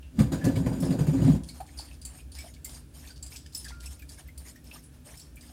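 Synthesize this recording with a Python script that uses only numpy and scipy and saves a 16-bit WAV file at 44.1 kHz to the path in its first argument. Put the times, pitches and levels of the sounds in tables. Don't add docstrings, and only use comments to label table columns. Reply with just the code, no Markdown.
import sys
import numpy as np
from scipy import signal
from scipy.fft import rfft, irfft, next_fast_len
from scipy.io import wavfile
from scipy.ndimage import uniform_filter1d

SR = 44100
rng = np.random.default_rng(int(sys.argv[2]) if len(sys.argv) > 2 else 0)


def bounce(signal):
    frames = np.transpose(np.atleast_2d(signal))
    limited = np.clip(frames, -1, 1)
    pcm = np.round(limited * 32767).astype(np.int16)
    wavfile.write(sys.argv[1], SR, pcm)


N = 243431

# [f/Hz, relative level/dB per Hz]
DRONE_SPECTRUM = [(15, -64), (25, -40), (32, -23), (34, -36), (41, -19), (65, -1.5), (82, -12.5),
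                  (97, -13.5), (145, -10), (205, -22.5), (221, -20.5), (242, -18.5), (292, -16),
                  (394, -30.5), (500, -34), (650, -33), (1100, -120)]
# [t/s, level/dB]
DEEP_DRONE_LEVEL = [(0.0, -37), (0.12, -52.5), (0.2, -30), (0.38, -39.5), (0.63, -35), (0.85, -39.5),
                    (1.23, -41), (1.34, -32.5), (1.57, -48.5), (2.2, -46.5), (2.57, -48.5), (2.9, -46.5),
                    (3.9, -46.5), (4.1, -46.5), (4.84, -52), (5.52, -46.5)]
# [f/Hz, width/Hz, relative level/dB]
WHISTLES = [(9900, 620, 3), (11100, 13, 14), (12500, 71, 3), (13400, 30, 2), (14500, 37, 8)]
# [f/Hz, relative level/dB per Hz]
AIR_SPECTRUM = [(240, -81), (400, 7.5), (1090, -4), (1760, 0.5), (1960, -8), (2250, -3), (4240, -7),
                (9470, -8), (10200, -28), (14400, -11.5), (16000, -13)]
# [f/Hz, t60/s]
KITCHEN_DECAY = [(60, 0.14), (200, 0.39), (1000, 0.46), (10000, 0.26)]
# [t/s, strength/dB before the trim of each part]
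ROLLING = [(0.1, -71), (0.16, -34), (0.19, -21.5), (0.3, -35.5), (0.41, -29), (0.48, -23.5), (0.7, -27),
           (0.9, -21), (1.03, -27.5), (1.29, -16), (1.366, -20.5), (1.42, -60)]
# [t/s, rattle level/dB, grind level/dB]
ROLLER_JOLTS = [(0.189, -35, -30), (0.3178, -35.5, -25.5), (0.4406, -35, -26.5), (0.555, -41, -28.5),
                (0.66, -43, -29), (0.727, -51, -38), (0.8206, -45, -31), (0.905, -42, -33),
                (0.986, -40.5, -30), (1.0654, -44, -34), (1.131, -49.5, -39), (1.215, -46, -33),
                (1.2764, -69, -37), (1.335, -72, -47)]
# [f/Hz, width/Hz, relative level/dB]
CABINET_MODES = [(103, 14.7, -4.5), (159.8, 11.7, 1), (183.3, 10.2, 0), (244.3, 44, -2), (272, 20, 2),
                 (360, 19, -17.5)]
# [f/Hz, width/Hz, relative level/dB]
RUNNER_MODES = [(4800, 54, 10), (6960, 82, 11), (8380, 43, 8.5), (9000, 60, 9.5), (11500, 32, 6.5)]
# [f/Hz, relative level/dB per Hz]
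GRIND_SPECTRUM = [(190, -21), (330, -2.5), (409, -9.5), (534, -6.5), (584, -10.5), (892, -20),
                  (1050, -18.5), (1130, -46), (1500, -23), (1950, -46), (3300, -120)]
# [f/Hz, relative level/dB per Hz]
RATTLE_SPECTRUM = [(710, -39), (1200, 3.5), (1400, -10), (1730, -1), (1980, -5), (4750, -6.5), (5240, -9.5),
                   (8720, -10.5), (16000, -18)]
# [t/s, level/dB, f/Hz]
CABINET_THUMPS = [(0.188, -7, 211.6), (0.204, -5, 144), (0.24, -14, 135), (0.328, -18, 160),
                  (0.455, -13, 118), (0.472, -12, 269), (0.564, -13, 113.5), (0.599, -11, 165),
                  (0.664, -14.5, 123), (0.827, -13.5, 167.6), (0.905, -15, 187), (0.982, -33, 200),
                  (1.008, -7.5, 149), (1.084, -9.5, 145), (1.148, -13, 264), (1.169, -14, 148),
                  (1.216, -7, 158), (1.248, -8, 138), (1.299, -3, 157.8), (1.334, -16.5, 189.5),
                  (1.352, -23, 166)]
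# [t/s, level/dB, f/Hz, t60/s,
# chatter share/0-1]
PINGS = [(0.025, -52, 2745, 0.27, 0.5), (0.411, -39.5, 1714, 0.45, 0.32), (0.474, -41, 1720, 0.29, 0.26),
         (0.56, -37.5, 2270, 0.062, 0.1), (3.718, -47.5, 1400, 0.63, 0.2)]
# [t/s, level/dB, f/Hz, t60/s]
JUICE_PLOPS = [(1.435, -53, 3460, 0.1), (1.488, -50, 2290, 0.15), (1.6, -22.5, 761, 0.07),
               (1.654, -37, 807, 0.029), (1.795, -29, 830, 0.017), (1.909, -44, 2644, 0.089),
               (2.14, -47.5, 730, .1), (2.192, -48.5, 2525, 0.12), (2.352, -44, 900, 0.025),
               (2.385, -39.5, 2313, 0.14), (2.436, -31, 665, 0.1), (2.563, -47.5, 2290, .05),
               (2.649, -45, 2115, 0.13), (3.074, -46, 3660, 0.042), (3.103, -47.5, 1520, 0.09),
               (3.461, -45, 3120, 0.043), (3.46, -46, 1780, 0.034), (3.548, -46, 3650, 0.079),
               (3.685, -43, 3390, 0.074), (3.706, -33, 920, 0.015), (3.838, -48.5, 2450, .054),
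               (3.914, -63, 2220, 0.11), (3.996, -48, 2570, 0.094), (4.021, -45.5, 2430, 0.084),
               (4.021, -46, 1730, 0.072), (4.175, -48, 2240, 0.059), (4.194, -42, 724, 0.044),
               (4.284, -42, 2120, 0.074), (4.457, -53, 2210, 0.069), (4.556, -46.5, 1874, 0.11),
               (4.711, -36, 2667, .076), (4.754, -44.5, 1214, 0.09), (5.058, -36.5, 591, 0.156),
               (5.367, -43.5, 2390, 0.11), (5.49, -48, 730, 0.1)]
# [t/s, length/s, mesh hiss level/dB, slop level/dB, squelch level/dB]
MESH_DRAGS = [(1.461, 0.046, -54.5, -67, -71), (1.527, 0.054, -55.5, -59, -76),
              (1.656, 0.29, -62, -68.5, -67.5), (1.756, 0.094, -58, -60, -69),
              (2.036, 0.12, -70, -63.5, -67.5), (2.13, 0.061, -55, -66, -63.5),
              (2.329, 0.16, -54, -64, -63.5), (2.507, .05, -75, -88, -74), (2.64, 0.14, -54, -60.5, -64.5),
              (2.932, 0.076, -53.5, -64, -67.5), (3.015, 0.08, -55, -63.5, -58),
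              (3.217, 0.048, -71, -65, -67), (3.295, 0.052, -49.5, -60.5, -58),
              (3.524, 0.13, -53, -66, -66.5), (3.632, 0.08, -75, -66, -55.5),
              (3.814, 0.053, -53, -62, -61.5), (3.894, 0.035, -50, -60, -59.5),
              (4.079, 0.06, -55.5, -65, -68), (4.17, 0.025, -51.5, -57.5, -56), (4.253, .02, -67, -73, -63),
              (4.38, 0.036, -57.5, -62, -69), (4.44, 0.059, -52, -61, -59.5),
              (4.632, 0.097, -62, -68, -67.5), (4.719, 0.046, -50.5, -58.5, -61),
              (4.814, 0.014, -58.5, -83, -84), (4.919, 0.037, -64, -67, -74),
              (5.041, 0.11, -54, -61.5, -61.5), (5.18, 0.085, -65, -69, -74), (5.36, 0.096, -66, -76, -68),
              (5.41, 0.12, -59.5, -67, -66.5)]
# [f/Hz, relative level/dB per Hz]
DRAG_SPECTRUM = [(1760, -45), (3000, -3), (4200, -3), (5370, -0.5), (5800, -6), (8700, 0), (10700, -4.5),
                 (13700, -3.5), (16000, -29)]
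# [f/Hz, width/Hz, relative level/dB]
MESH_MODES = [(5150, 41, 8.5), (6670, 260, 9), (8200, 300, -5.5), (9040, 480, 7.5), (13300, 210, -14)]
# [t/s, level/dB, lowest ring f/Hz, then relative levels/dB of lowest ring, middle pair, top ring]
RIM_TAPS = [(0.802, -36.5, 5330, -11, -5, -8), (0.818, -37, 5430, -10, -9, -22),
            (0.85, -36.5, 5200, -3.5, -8.5, -42), (1.4335, -34.5, 5000, -32, -19.5, -33),
            (1.4868, -39, 4386, 0, -6.5, -34), (1.6024, -40.5, 4360, -11, -12, -12),
            (1.663, -46, 4530, -20, -14, -25), (1.773, -36.5, 4950, -5.5, -12, -34),
            (1.7868, -34, 4530, -0.5, -8.5, -30), (1.804, -35.5, 5060, -8, -21, -28),
            (1.929, -36.5, 5390, -26, -43, -32), (2.0141, -33, 4780, -14, -16, -31),
            (2.0497, -31, 4540, -12.5, -4.5, -16), (2.3173, -34.5, 4560, -16, -16, -28),
            (2.3505, -30, 4810, -12.5, -28, -27), (2.3843, -35.5, 5110, -6.5, -11, -13),
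            (2.401, -35, 5240, -6, -20, -26), (2.536, -35, 4840, -23, -23, -28),
            (2.6447, -33.5, 4570, -11, -3.5, -4), (2.692, -32, 5700, -20, -27, -24),
            (2.7428, -37, 4780, -10, -12, -23), (3.0725, -34, 4510, -13, -25, -35),
            (3.1035, -34.5, 4700, -14, -27, -34), (3.1589, -31.5, 4520, -19, -38, -38),
            (3.2254, -33.5, 4630, -9.5, -5.5, -31), (3.2622, -35.5, 4800, -11, -10, -22),
            (3.3588, -24.5, 5160, -15, -21, -28), (3.459, -37.5, 4960, -13.5, -30, -34),
            (3.5228, -32, 5230, -22, -33, -29), (3.5469, -28, 5245, -4, -9, -9),
            (3.5718, -43, 5460, -17, 1, -19), (3.644, -28.5, 4820, -14, -18, -28),
            (3.6815, -25, 4600, -16, -26, -31), (3.802, -34.5, 5560, -19, -14.5, -26),
            (3.857, -41, 5350, -1, -1, -28), (3.9914, -40.5, 4430, -28, -22, -8),
            (4.0188, -36.5, 4960, -30, -21, -19), (4.0905, -39.5, 4670, -6, -8, -17),
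            (4.117, -40, 5300, -5.5, -10, -28), (4.2757, -56, 4530, -29, -6, 5),
            (4.376, -35.5, 4580, -13, -11, -12), (4.556, -41, 5600, -14, -21, -16),
            (4.6406, -39, 5500, -28, -27, -16), (4.6662, -42, 5300, -9, -20, -32),
            (4.8373, -52, 5530, -18, -1.5, -28), (5.171, -37, 5360, -8.5, -9, -16),
            (5.1943, -31, 4420, -20, -22, -25), (5.214, -46, 5410, -1, -20, -25),
            (5.356, -49, 4630, -29, -5, -4), (5.408, -35.5, 4840, -16.5, -18, -29)]
# [f/Hz before the shift by the grip, width/Hz]
SPOON_RINGS = [(7680, 690), (9560, 54), (13500, 860)]
# [f/Hz, relative level/dB per Hz]
CRACK_SPECTRUM = [(1760, -15), (3000, -2.5), (4200, -1), (4600, 4), (5800, -1), (9400, -5), (10300, -22),
                  (14500, -17), (16000, -57)]

DRONE_DB, AIR_DB = -55.5, -65.5
GRIND_DB, RATTLE_DB = -25.5, -33.5
JOLT_BOOM_DB = 10.5
JOLT_BLUR = 0.0059
THUMP_T60_S = 0.089
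SPLAT_SHARE = 0.33
SWELL_CYCLES_PER_S = 52.5
BUBBLE_RISE_HZ = 198
MESH_RISE_S, MESH_T60_S, PULP_RISE_S, PULP_T60_S = 0.021, 0.21, 0.03, 0.17
GRIP_DB = 3.5
BAND_LIMIT_HZ = 15950


def amp(db):
    return 10 ** (np.asarray(db) / 20)


def unit(x):
    return x / np.sqrt(np.mean(x ** 2) + 1e-20)


def along(points, hz):
    f, values = np.transpose(points)
    return np.interp(np.log(hz + 1), np.log(f + 1), values)


def curves(rows):
    s, *columns = np.transpose(rows)
    t = np.arange(N) / SR
    return [amp(np.interp(t, s, column, left=-120, right=-120)) for column in columns]


def filtered(x, response):
    n = x.shape[-1]
    m = next_fast_len(n + SR // 4)
    spectrum = rfft(x, m) * response(np.fft.rfftfreq(m, 1 / SR))
    return irfft(spectrum, m)[..., :n]


def modes(table):
    def response(f):
        total = 0
        for k, (centre, width, db) in enumerate(table):
            resonance = 1j * f * width / (centre ** 2 - f ** 2 + 1j * f * width)
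            total = total + (-1) ** k * amp(db) * resonance
        return total
    return response


def spectrum(table):
    return lambda f: amp(along(table, f))


def noise(response, grit_db=0., n=N):
    grit = np.repeat(rng.standard_normal(n // 32 + 1), 32)[:n]
    return unit(filtered(rng.standard_normal(n) * amp(grit_db * grit), response))


def patchy(x, patchy_db):
    z = signal.stft(x, nperseg=256)[2]
    field = uniform_filter1d(rng.standard_normal(z.shape), size=4, axis=0)
    field = uniform_filter1d(field, size=8, axis=1)
    return unit(signal.istft(z * amp(patchy_db * unit(field)), nperseg=256)[1][:len(x)])


def add_at(out, start_s, sound):
    out[round(start_s * SR):][:len(sound)] += sound


def bursts(times, dbs, rise, t60):
    env, t = np.zeros(N + SR), np.arange(SR // 2) / SR
    for s, db in zip(times, dbs):
        swell = 1 - np.exp(-t / (rise + JOLT_BLUR * s))
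        add_at(env, s, amp(db - 60 * t / t60) * swell)
    return env[:N]


def background():
    hum = amp(-63.5) * noise(modes([(242.5, 5.5, 0)]))
    deep = curves(DEEP_DRONE_LEVEL)[0] * noise(lambda f: amp(along(DRONE_SPECTRUM, f)) * (f < 90))
    upper = amp(DRONE_DB) * noise(lambda f: amp(along(DRONE_SPECTRUM, f)) * (f >= 90))
    whistles = amp(-72.5) * noise(modes(WHISTLES))
    air = amp(AIR_DB) * noise(spectrum(AIR_SPECTRUM))
    return deep + upper + hum + whistles + air


def kitchen(x):
    hz, t, z = signal.stft(rng.standard_normal(SR * 3 // 4), SR, nperseg=256)
    decay = amp(-60 * t / along(KITCHEN_DECAY, hz)[:, None])
    tail = signal.istft(z * decay, SR, nperseg=256)[1]
    delayed = np.pad(x, (300, 0))
    return signal.fftconvolve(delayed, tail / np.linalg.norm(tail))[:N]


def rollers():
    roll, = curves(ROLLING)
    s, rattle_db, grind_db = np.transpose(ROLLER_JOLTS)
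    boom = bursts(s, grind_db + JOLT_BOOM_DB, 0.024, 0.11)
    shake = (amp(-6) * roll + boom) * noise(modes(CABINET_MODES))
    t = np.arange(SR // 4) / SR
    for start, db, hz in CABINET_THUMPS:
        env = amp(db - 60 * t / THUMP_T60_S) * (1 - np.exp(-t / 0.0038))
        add_at(shake, start, env * np.sin(2 * np.pi * hz * t))
    grind = amp(GRIND_DB) * roll + bursts(s, grind_db, 0.007, 0.21)
    rattle = amp(RATTLE_DB) * roll + bursts(s, rattle_db, 0.0017, 0.16)
    song = amp(-12.5) * rattle ** 0.85 * patchy(noise(modes(RUNNER_MODES)), patchy_db=2.0)
    grinding = grind * patchy(noise(spectrum(GRIND_SPECTRUM), grit_db=4), patchy_db=2.5)
    rattling = rattle * patchy(noise(spectrum(RATTLE_SPECTRUM), grit_db=2), patchy_db=3.5)
    return shake + song + grinding + rattling


def pings():
    out, t = np.zeros(N + SR), np.arange(SR // 2) / SR
    for s, db, hz, t60, share in PINGS:
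        chatter = noise(modes([(hz, 300, 0)]), n=len(t))
        tone = (1 - share) * np.sin(2 * np.pi * hz * t) + share * chatter
        add_at(out, s, amp(db - 60 * t / t60) * (1 - np.exp(-t / 0.0011)) * tone)
    return out[:N]


def plops():
    out, t = np.zeros(N + SR), np.arange(SR // 5) / SR
    for s, db, hz, t60 in JUICE_PLOPS:
        cycles = t * (.97 * hz + BUBBLE_RISE_HZ / 2 * t / t60)
        bubble = np.sin(2 * np.pi * cycles)
        splat = noise(modes([(hz, 0.14 * hz, 0)]), n=len(t))
        swell = (1 - np.exp(-t * hz / (SWELL_CYCLES_PER_S * t60))) ** 2
        mix = (1 - SPLAT_SHARE) * bubble + SPLAT_SHARE * splat
        add_at(out, s, amp(db - 60 * t / t60) * swell * mix)
    return out[:N]


def droplets(count):
    start, size, pitch = rng.random((count, 3)).T
    hz, t = (1900 * 3.2 ** pitch)[:, None], np.arange(1400) / SR
    cycles = hz * t
    env = amp(-15 * size)[:, None] * np.exp(-cycles / 11) * (1 - np.exp(-cycles / 0.96))
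    grains = env * np.sin(2 * np.pi * cycles * (1 + 0.00059 * cycles))
    at = (start * N).astype(int)[:, None] + np.arange(len(t))
    return unit(np.bincount(at.ravel(), grains.ravel(), N + SR)[:N])


def held(column, rise, t60):
    s, length, db = np.array(MESH_DRAGS)[:, [0, 1, column]].T[..., None]
    t = np.arange(0, N, 32) / SR - s
    env = amp(db - 60 * np.clip(t - length, 0, None) / t60) * np.clip(t / rise, 0, 1)
    return np.repeat(np.sqrt(np.sum(env ** 2, axis=0)), 32)[:N]


def scrape():
    hiss_gain = held(column=2, rise=MESH_RISE_S, t60=MESH_T60_S)
    slop_gain = held(column=3, rise=PULP_RISE_S, t60=PULP_T60_S)
    squelch_gain = held(column=4, rise=PULP_RISE_S, t60=PULP_T60_S)
    wires = modes(MESH_MODES)
    mesh = noise(lambda f: amp(along(DRAG_SPECTRUM, f)) * (1 + 0.67 * abs(wires(f))), grit_db=1)
    hiss = hiss_gain * patchy(mesh, patchy_db=4.0)
    slop = slop_gain * patchy(noise(modes([(740, 600, 0)]), grit_db=2.5), patchy_db=0.7)
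    pulp = noise(modes([(1665, 210, 0.16), (2550, 900, -0.8)]), grit_db=2.5)
    squelch = squelch_gain * patchy(pulp, patchy_db=7)
    drip = amp(-7) * squelch_gain * droplets(count=1000)
    return slop + squelch + drip + hiss


def taps():
    out, t = np.zeros(N + SR), np.arange(SR // 5) / SR
    decay = amp(-60 * t / 0.1) + 0.67 * amp(-60 * t / 0.072)
    env = decay * (1 - np.exp(-t / 0.002))
    for s, db, low_hz, low_db, pair_db, top_db in RIM_TAPS:
        tilt_db = GRIP_DB * rng.standard_normal()
        ring_db = [low_db, pair_db + tilt_db, pair_db - tilt_db, top_db]
        shift = (low_hz / 4700) ** 0.12
        rings = [(low_hz, 260)] + [(hz * shift, width) for hz, width in SPOON_RINGS]
        sound = amp(-21) * noise(spectrum(CRACK_SPECTRUM), grit_db=7, n=len(t))
        for (hz, width), level_db in zip(rings, ring_db):
            fuzz = 0.4 * noise(modes([(hz, width, 0)]), n=len(t))
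            tone = 0.51 * amp(-60 * t / 0.23) * np.sin(2 * np.pi * hz * t)
            sound += amp(level_db) * (fuzz + tone)
        add_at(out, s, amp(db) * env * sound)
    return out[:N]


def scene():
    rolling, glass, juice, spoon = rollers(), pings(), plops(), taps()
    room = kitchen(amp(-9.5) * rolling + amp(-6.5) * spoon + amp(-20) * (glass + juice))
    return (background() + room + rolling + glass + juice + scrape() + spoon)[None]


def record(dry):
    return filtered(dry, lambda hz: (hz < BAND_LIMIT_HZ) / np.sqrt(1 + (42 / (hz + 1)) ** 8))


dry = scene()
out = record(dry)
bounce(out)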